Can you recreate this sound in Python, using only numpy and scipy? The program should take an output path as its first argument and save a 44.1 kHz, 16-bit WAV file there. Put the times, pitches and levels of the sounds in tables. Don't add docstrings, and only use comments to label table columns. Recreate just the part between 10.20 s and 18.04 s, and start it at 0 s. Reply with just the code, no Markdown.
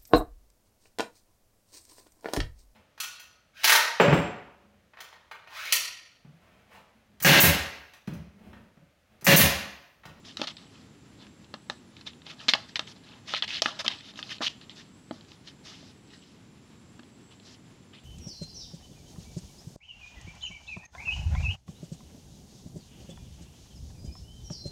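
import sys
import numpy as np
from scipy import signal
from scipy.fft import rfft, irfft
from scipy.io import wavfile
from scipy.ndimage import uniform_filter1d

SR = 44100
rng = np.random.default_rng(int(sys.argv[2]) if len(sys.argv) > 2 else 0)


def persist_wave(psi):
    counts = np.round(np.clip(psi, -1, 1) * 32767).astype(np.int16)
    wavfile.write(sys.argv[1], SR, np.atleast_2d(counts).T)


N = 345744

# pitch in Hz, relative level in dB, time to fade by 60 dB in seconds.
WALL_TONES = [(570, -11, 0.0055), (637, -3, 0.026), (843, -4, 0.024), (1027, -5, 0.018), (1251, 0.5, 0.015),
              (1435, -7.5, 0.011), (1660, -4, 0.016)]
# pitch in Hz, relative level in dB, time to fade by 60 dB in seconds.
SKIN_TONES = [(1854, 2, 0.0048), (2150, -9.5, 0.014), (2570, -7, .015), (3103, 7.5, 0.0045),
              (2930, -4, 0.0044), (3450, -0.5, 0.0041), (3630, -2.5, 0.011), (4130, 6, 0.004),
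              (5140, -8, 0.004)]
# frequency in Hz, relative level in dB per Hz.
FIBRE_SPECTRUM = [(2000, -35.5), (3600, -24), (5000, -17), (6500, -22.5), (8300, -34.5), (11000, -31.5),
                  (15500, -37.5)]


def gain_of(db):
    return 10 ** (np.asarray(db) / 20)


def evened(x):
    return x / np.sqrt(np.mean(x ** 2) + 1e-20)


def peaked(x):
    return x / (abs(x).max() + 1e-12)


def add(mix, s, sound):
    part = mix[round(s * SR):][:len(sound)]
    part += sound[:len(part)]


def wander(size):
    once = uniform_filter1d(rng.standard_normal(N), size=size)
    return evened(uniform_filter1d(once, size=size))


def resonate(x, hz, width):
    turn = np.exp(2j * np.pi * np.cumsum(hz * np.ones(len(x))) / SR)
    r = np.exp(-np.pi * width / SR)
    smooth = signal.lfilter([1 - r], [1, -r], x / turn + 1e-18)
    return 2 * (turn * smooth).real


def coloured(x, points):
    hz, db = np.transpose(points)
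    at = np.fft.rfftfreq(len(x), 1 / SR)
    level_db = np.interp(np.log(at + 1), np.log(hz), db)
    return irfft(rfft(x) * gain_of(level_db), len(x))


def ring(tones, near_hz, reach_db, place_db, detune):
    hz, db, fade_s = np.transpose(tones)[:, :, None]
    place, shift, side = rng.standard_normal((3, len(tones), 1))
    t = np.arange(6000) / SR
    start_db = db + place_db * place - reach_db * abs(np.log2(hz / near_hz))
    level_db = start_db - 60 * t / np.minimum(fade_s, .2)
    soft_start = 1 - np.exp(-t * hz * 1.97)
    soft_end = np.cos(np.pi / 2 * t / t[-1])
    swing = np.sin(2 * np.pi * hz * (1 + detune * shift) * t) * np.sign(side)
    return gain_of(level_db) * soft_start * soft_end * swing


def pushed(rings):
    return (rings * np.sign(rings[:, 1:2])).sum(0)


def slips(size, per_s, spread_db):
    chance, loud, sign = rng.random((size, 3)).T
    rank = -np.log(1.01 - loud)
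    return (chance < per_s / SR) * gain_of(spread_db * rank) * np.sign(sign - .5)


def room_tone():
    # frequency in Hz, relative level in dB per Hz.
    room_spectrum = [(15, -49.5), (25, -27.5), (96, -1.5), (248, -1), (620, -18.5), (929, -18.5),
                     (1590, -22), (3490, -24), (6490, -29.5), (7420, -34), (8490, -40), (9460, -40.5),
                     (11400, -37.5), (12400, -50.5), (15800, -46)]
    level_db = -54 + 0.69 * wander(size=2000)
    return gain_of(level_db) * evened(coloured(rng.standard_normal(N), room_spectrum))


def swelling_insect():
    # share of the phrase from 0 to 1, pitch in Hz, level in dB.
    song = [(0, 7350, -79), (.2, 7200, -76), (.66, 7450, -72), (.7, 7600, -77), (.8, 7680, -72),
            (.99, 7750, -69), (1, 7750, -79)]
    phrase_s, phrase_end_s = 1.106, 0.503
    chorus_hz, chorus_db = 7500, -77.5
    t = np.arange(N) / SR
    share, hz, db = np.transpose(song)
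    now = (t - phrase_end_s) / phrase_s % 1
    clicks = .6 + np.exp(-(t * 187 % 1) / 0.48)
    buzz = clicks * rng.standard_normal(N)
    pitch_hz = np.interp(now, share, hz) + 40. * wander(size=4000)
    near_db = np.interp(now, share, db) + 1.1 * wander(size=2500)
    near = gain_of(near_db) * evened(resonate(resonate(buzz, pitch_hz, 450.), pitch_hz, 450.))
    far = resonate(resonate(rng.standard_normal(N), chorus_hz, 800.), chorus_hz, 800.)
    far_db = chorus_db + 2.4 * wander(size=8000)
    return near + gain_of(far_db) * evened(far)


def pulsing_insect():
    pitch_hz, middle_db, pulses_per_s, first_pulse_s = 9460, -82.5, 7.72, .003
    t = np.arange(N) / SR
    beat = np.cos(2 * np.pi * pulses_per_s * (t - first_pulse_s) + .3 * wander(size=6000))
    hiss = resonate(resonate(rng.standard_normal(N), pitch_hz, 600.), pitch_hz, 600.)
    level_db = middle_db + 4. * np.tanh(1.7 * beat) + 1.2 * wander(size=5000)
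    return gain_of(level_db) * evened(hiss)


def reflections(x):
    t = np.arange(SR // 2) / SR
    turn = np.arange(N) / SR / 0.4103
    echoes = 0
    for k in range(3):
        fading = gain_of(-60 * t / 0.1) + gain_of(-6 - 60 * t / 0.47)
        taps = slips(len(t), 6000., 1.5) * fading * (t > .004)
        sent = x * np.cos(np.pi * (turn + k / 3))
        echoes += signal.oaconvolve(sent, taps / np.linalg.norm(taps))[:N]
    return echoes


def rubbed(tones, size, clump_db, roam_db):
    rings = ring(tones, 1000, 0, .5, .01)[:, :2048]
    chance = rng.standard_normal((size, len(tones)))
    clumps = uniform_filter1d(chance, size=250, axis=0).T
    roam = uniform_filter1d(chance, size=1500, axis=0).T
    drive = []
    for c, r in zip(clumps, roam):
        level_db = clump_db * evened(c) + roam_db * evened(r)
        drive.append(slips(size, 1500., 3.5) * gain_of(level_db))
    sound = signal.oaconvolve(np.array(drive), rings, axes=1).sum(0)
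    return evened(sound[2048:size])


def board():
    size = N + 2048
    rasp = rubbed(SKIN_TONES, size, 2.8, 3.0)
    tear = evened(coloured(slips(N, 9000., 2.), FIBRE_SPECTRUM))
    return rasp, tear, rubbed(WALL_TONES, size, 1.3, 1.3)


def stroke(surface, s, rasp_db, swell, hold, fade, fibres_db, walls_db):
    lift_db = -30
    swell, hold, fade = max(swell, .003), max(hold, 0), max(fade, .003)
    t = np.arange(-swell, hold + fade, 1 / SR)
    lifted = np.maximum(np.maximum(-t / swell, (t - hold) / fade), 0)
    press_db = rasp_db + lift_db * lifted
    at = rng.integers(N - SR)
    rasp, tear, drum = (evened(layer[at:][:len(t)]) for layer in surface)
    return s - swell, gain_of(press_db) * (rasp + gain_of(fibres_db) * tear + gain_of(walls_db) * drum)


def blow(s, snap_db, snap_hz, tear_db, knock_db, knock_hz, thump_db):
    # pitch in Hz, relative level in dB, time to fade by 60 dB in seconds.
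    box_tones = [(107, -7, 0.058), (242, 4, 0.1), (302, 8.5, 0.049), (400, -13, 0.011)]
    crumple_s = 0.02
    place_db, reach_db = 1.5, 8.
    kick = 40
    t = np.arange(3000) / SR
    drive = slips(len(t), 5000., 3.4) * gain_of(-1.0 - 60 * t / crumple_s)
    drive[kick] += 2.5
    drive[:kick] = 0
    fibre_click = coloured(signal.unit_impulse(64, "mid"), FIBRE_SPECTRUM)
    tear = signal.oaconvolve(drive, fibre_click)[24:]
    skin = ring(SKIN_TONES, snap_hz, reach_db, place_db, 0.018).sum(0)
    snap = peaked(signal.oaconvolve(drive, skin))
    drive[kick] *= 5.
    walls = pushed(ring(WALL_TONES, knock_hz, reach_db, place_db, .025))
    knock = peaked(signal.oaconvolve(drive, walls))
    thump = peaked(pushed(ring(box_tones, 230, 0, place_db, 0.021)))
    sound = gain_of(snap_db) * snap + gain_of(knock_db) * knock
    add(sound, 0, gain_of(tear_db) * peaked(tear))
    add(sound, 0, gain_of(thump_db) * thump)
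    return s, sound


def scene():
    # dry fibres in dB, wall drumming in dB.
    drags = [(0.051, -47.5, 0.014, 0.037, 0.13, -3.5, -13), (.178, -47.5, 0.0086, 0.032, 0.05, -2, -8),
             (0.229, -36, 0.0084, 0.013, .035, -6.5, -2), (0.272, -33.5, 0.0033, 0.0033, 0.051, -6, -8),
             (0.301, -44, 0.0095, 0.0125, .03, -8, -11), (0.384, -56.5, 0.019, 0.051, 0.16, -6, -5),
             (.55, -59.5, 0.21, 0.038, .2, -5, -4), (1.028, -52.5, .11, 0, 0.094, -13, -5),
             (1.346, -58.5, 0.0047, 0, 0.072, -2, 9), (1.505, -48.5, 0.0046, 0, 0.07, 1, 5),
             (1.77, -60, 0.11, 0.056, .03, -7, -6), (1.868, -36.5, .015, 0.0067, 0.049, -9.5, -13.5),
             (2.065, -49, .03, 0.072, 0.023, -9, -8), (2.104, -42, .04, 0.012, 0.0092, -7, -16),
             (2.206, -47, .055, 0.034, 0.13, -6, -4.5), (2.294, -18.5, 0.013, .004, 0.021, -7, -15),
             (2.304, -33, 0.0046, .014, 0.021, -7, -17), (2.35, -36.5, 0.014, 0.0019, 0.027, -1, 8),
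             (2.37, -50.5, .02, 0.021, 0.15, -1.5, 3), (2.49, -51, 0.02, 0.0057, .056, -1.5, -16),
             (2.559, -32.5, 0.0045, 0.011, 0.017, -5.5, -13), (2.603, -43, 0.011, 0.0068, 0.043, -8, 0),
             (2.672, -48.5, 0.0098, 0.051, 0.013, -3, -12), (2.765, -57, 0.029, 0.00085, 0.05, -2, -1.5),
             (2.84, -55, 0.055, 0.11, 0.21, -11, -3.5), (3.081, -40, 0.031, 0.07, 0.008, -4.5, -9.5),
             (3.158, -28.5, 0.014, 0.021, 0.039, -14.5, -21), (3.235, -31.5, .015, 0.0096, 0.018, -11, -9),
             (3.278, -34, 0.0052, .11, 0.031, -10, -19), (3.43, -42, 0.0094, 0.029, 0.11, 2, -4),
             (3.475, -39, 0.017, 0.011, 0.075, -5.5, 2), (3.51, -48, 0.028, 0.058, 0.13, -9, 0),
             (3.592, -32, .004, 0.019, 0.023, -4, -6.5), (3.647, -35.5, 0.0047, 0.0038, 0.062, -3.5, 0),
             (3.705, -34.5, 0.042, 0.0039, 0.14, -13.5, -10), (3.859, -49.5, 0.13, 0.055, 0.018, -5.5, -15),
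             (3.98, -44.5, 0.046, 0.023, .05, -3, -7), (4.039, -49, 0.029, 0.13, 0.016, -4, -9.5),
             (4.111, -36.5, 0.048, 0.017, 0.026, -6.5, -17), (4.215, -40, 0.008, 0.0074, 0.047, -4, 9),
             (4.225, -28.5, 0.019, 0.056, 0.0071, -8.5, -23),
             (4.295, -44.5, 0.0041, 0.0088, 0.055, -5, -14), (4.414, -57, 0.019, 0.027, 0.049, -12, -13),
             (4.502, -50, 0.0084, 0.012, .06, -13, -14), (4.563, -52, 0.031, 0.047, .07, -1.5, -11),
             (4.652, -64.5, .03, 0.00057, 0.21, -8, -4), (4.93, -59.5, 0.019, 0, 0.27, 2, -0.5),
             (5.084, -60, .03, .05, 0.095, -0.5, -8.5), (5.28, -48.5, 0.075, 0.0024, .07, -2.5, -12.5),
             (5.453, -49.5, 0.027, 0.044, 0.23, 0.5, -9), (5.521, -60, .05, .19, .03, 0.5, -17),
             (5.944, -54, 0.14, 0.002, 0.13, -4, -12.5), (6.06, -61.5, 0.21, 0, .3, -1.5, -19),
             (7.116, -58.5, 0.022, 0.02, 0.079, -7, -6), (7.259, -58, 0.067, .085, 0.034, 3.5, -10),
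             (7.737, -46.5, .012, 0.013, 0.11, -24, -16.5)]
    # start in
    # seconds, snap peak in dB, snap pitch in Hz, # fibre tear in dB, wall knock in dB, knock pitch in Hz, box
    # thump in dB.
    catches = [(0.17, -21, 4460, -17, -34, 1300, -59), (0.1956, -42, 4360, -41, -29.5, 659, -32),
               (0.2151, -18.5, 4640, -17, -18, 630, -27.5), (0.2168, -21.5, 3670, -28, -55, 676, -48),
               (0.2708, -25.5, 4500, -42, -40, 1400, -46), (0.3677, -30, 4380, -45, -69, 536, -66),
               (.381, -42, 4380, -55, -66, 1300, -64), (1.067, -39.5, 3300, -55, -52, 1600, -69),
               (1.244, -43, 4400, -55, -64, 1600, -66), (1.3395, -24.5, 3920, -29.5, -25.5, 832, -41.5),
               (1.498, -17, 4180, -15.5, -18, 1400, -38), (1.7666, -35, 3900, -60, -58, 1150, -52),
               (1.8103, -35.5, 3800, -64, -49, 1670, -60), (1.932, -42, 3250, -60, -54, 1710, -62.5),
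               (2.018, -39, 3800, -52, -46, 1040, -70), (2.0654, -31.5, 3470, -50, -39, 1080, -66),
               (2.2835, -8.5, 2580, -9, -20, 1700, -31.5), (2.2877, -4, 3960, -36, -27, 495, -61),
               (2.3356, -0.5, 2650, -33, -13, 1640, -36), (2.5564, -13.5, 2600, -26, -35, 1770, -59),
               (2.5925, -14, 2870, -14.5, -20, 1310, -42), (3.137, -14, 3080, -37, -14.5, 1300, -60),
               (3.1467, -13, 3000, -40, -48, 1030, -57), (3.2224, -11.5, 3060, -35, -25, 1360, -63),
               (3.2787, -24, 3080, -48, -62, 1370, -66), (3.4195, -10.5, 3100, -2.5, -17, 630, -43),
               (3.458, -13, 2600, -32, -13, 1260, -32), (3.6624, -17, 2880, -33, -32, 1200, -35.5),
               (3.679, -7.5, 2720, -11, -24, 1090, -62), (3.8068, -34, 2950, -56, -54, 452, -65),
               (3.937, -41, 4420, -55, -47, 495, -57), (3.9569, -36.5, 3800, -47, -54, 549, -48),
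               (3.99, -28, 3340, -40, -29, 1800, -52), (4.027, -20, 2880, -49, -63, 1780, -52),
               (4.092, -33, 3310, -48, -54, 1180, -60), (4.1823, -33, 3960, -46, -50, 630, -53),
               (4.2062, -41, 2590, -39, -26, 616, -29), (4.412, -40, 3930, -61, -56, 579, -60),
               (4.4944, -30.5, 3600, -59, -50, 1660, -52), (4.9096, -35, 4080, -47, -23, 622, -26.5),
               (5.0086, -38, 4080, -61, -61, 452, -55), (5.047, -48, 4800, -54, -66, 1300, -65),
               (5.1174, -37, 2000, -41, -64, 1170, -59), (5.2741, -32, 3800, -56.5, -57, 1040, -54),
               (5.627, -48.5, 4580, -62, -44, 484, -45.5), (6.793, -39, 1860, -58.5, -37, 1510, -40.5),
               (6.832, -44, 2980, -58.5, -48, 584, -63.5), (7.198, -43, 3640, -68, -54.5, 686, -55),
               (7.7345, -40.5, 3100, -56.5, -58, 1790, -64)]
    # frequency in Hz, level in dB.
    port = [(40, -49), (150, -0.5), (400, -2.5), (5500, -1), (7000, -4.5), (9000, -9), (16000, -26)]
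    box, surface = np.zeros(N), board()
    for row in drags:
        add(box, *stroke(surface, *row))
    for row in catches:
        add(box, *blow(*row))
    box = coloured(box + gain_of(-18.5) * reflections(box), port)
    return (box + room_tone() + swelling_insect() + pulsing_insect())[None]


def record(dry):
    edge_hz = 15700
    rounded = dry / (1 + (dry / .97) ** 12) ** (1 / 12)
    low_pass = signal.firwin(511, edge_hz, window=("kaiser", 9), fs=SR)
    return signal.oaconvolve(rounded, low_pass[None], "same")


dry = scene()
out = record(dry)
persist_wave(out)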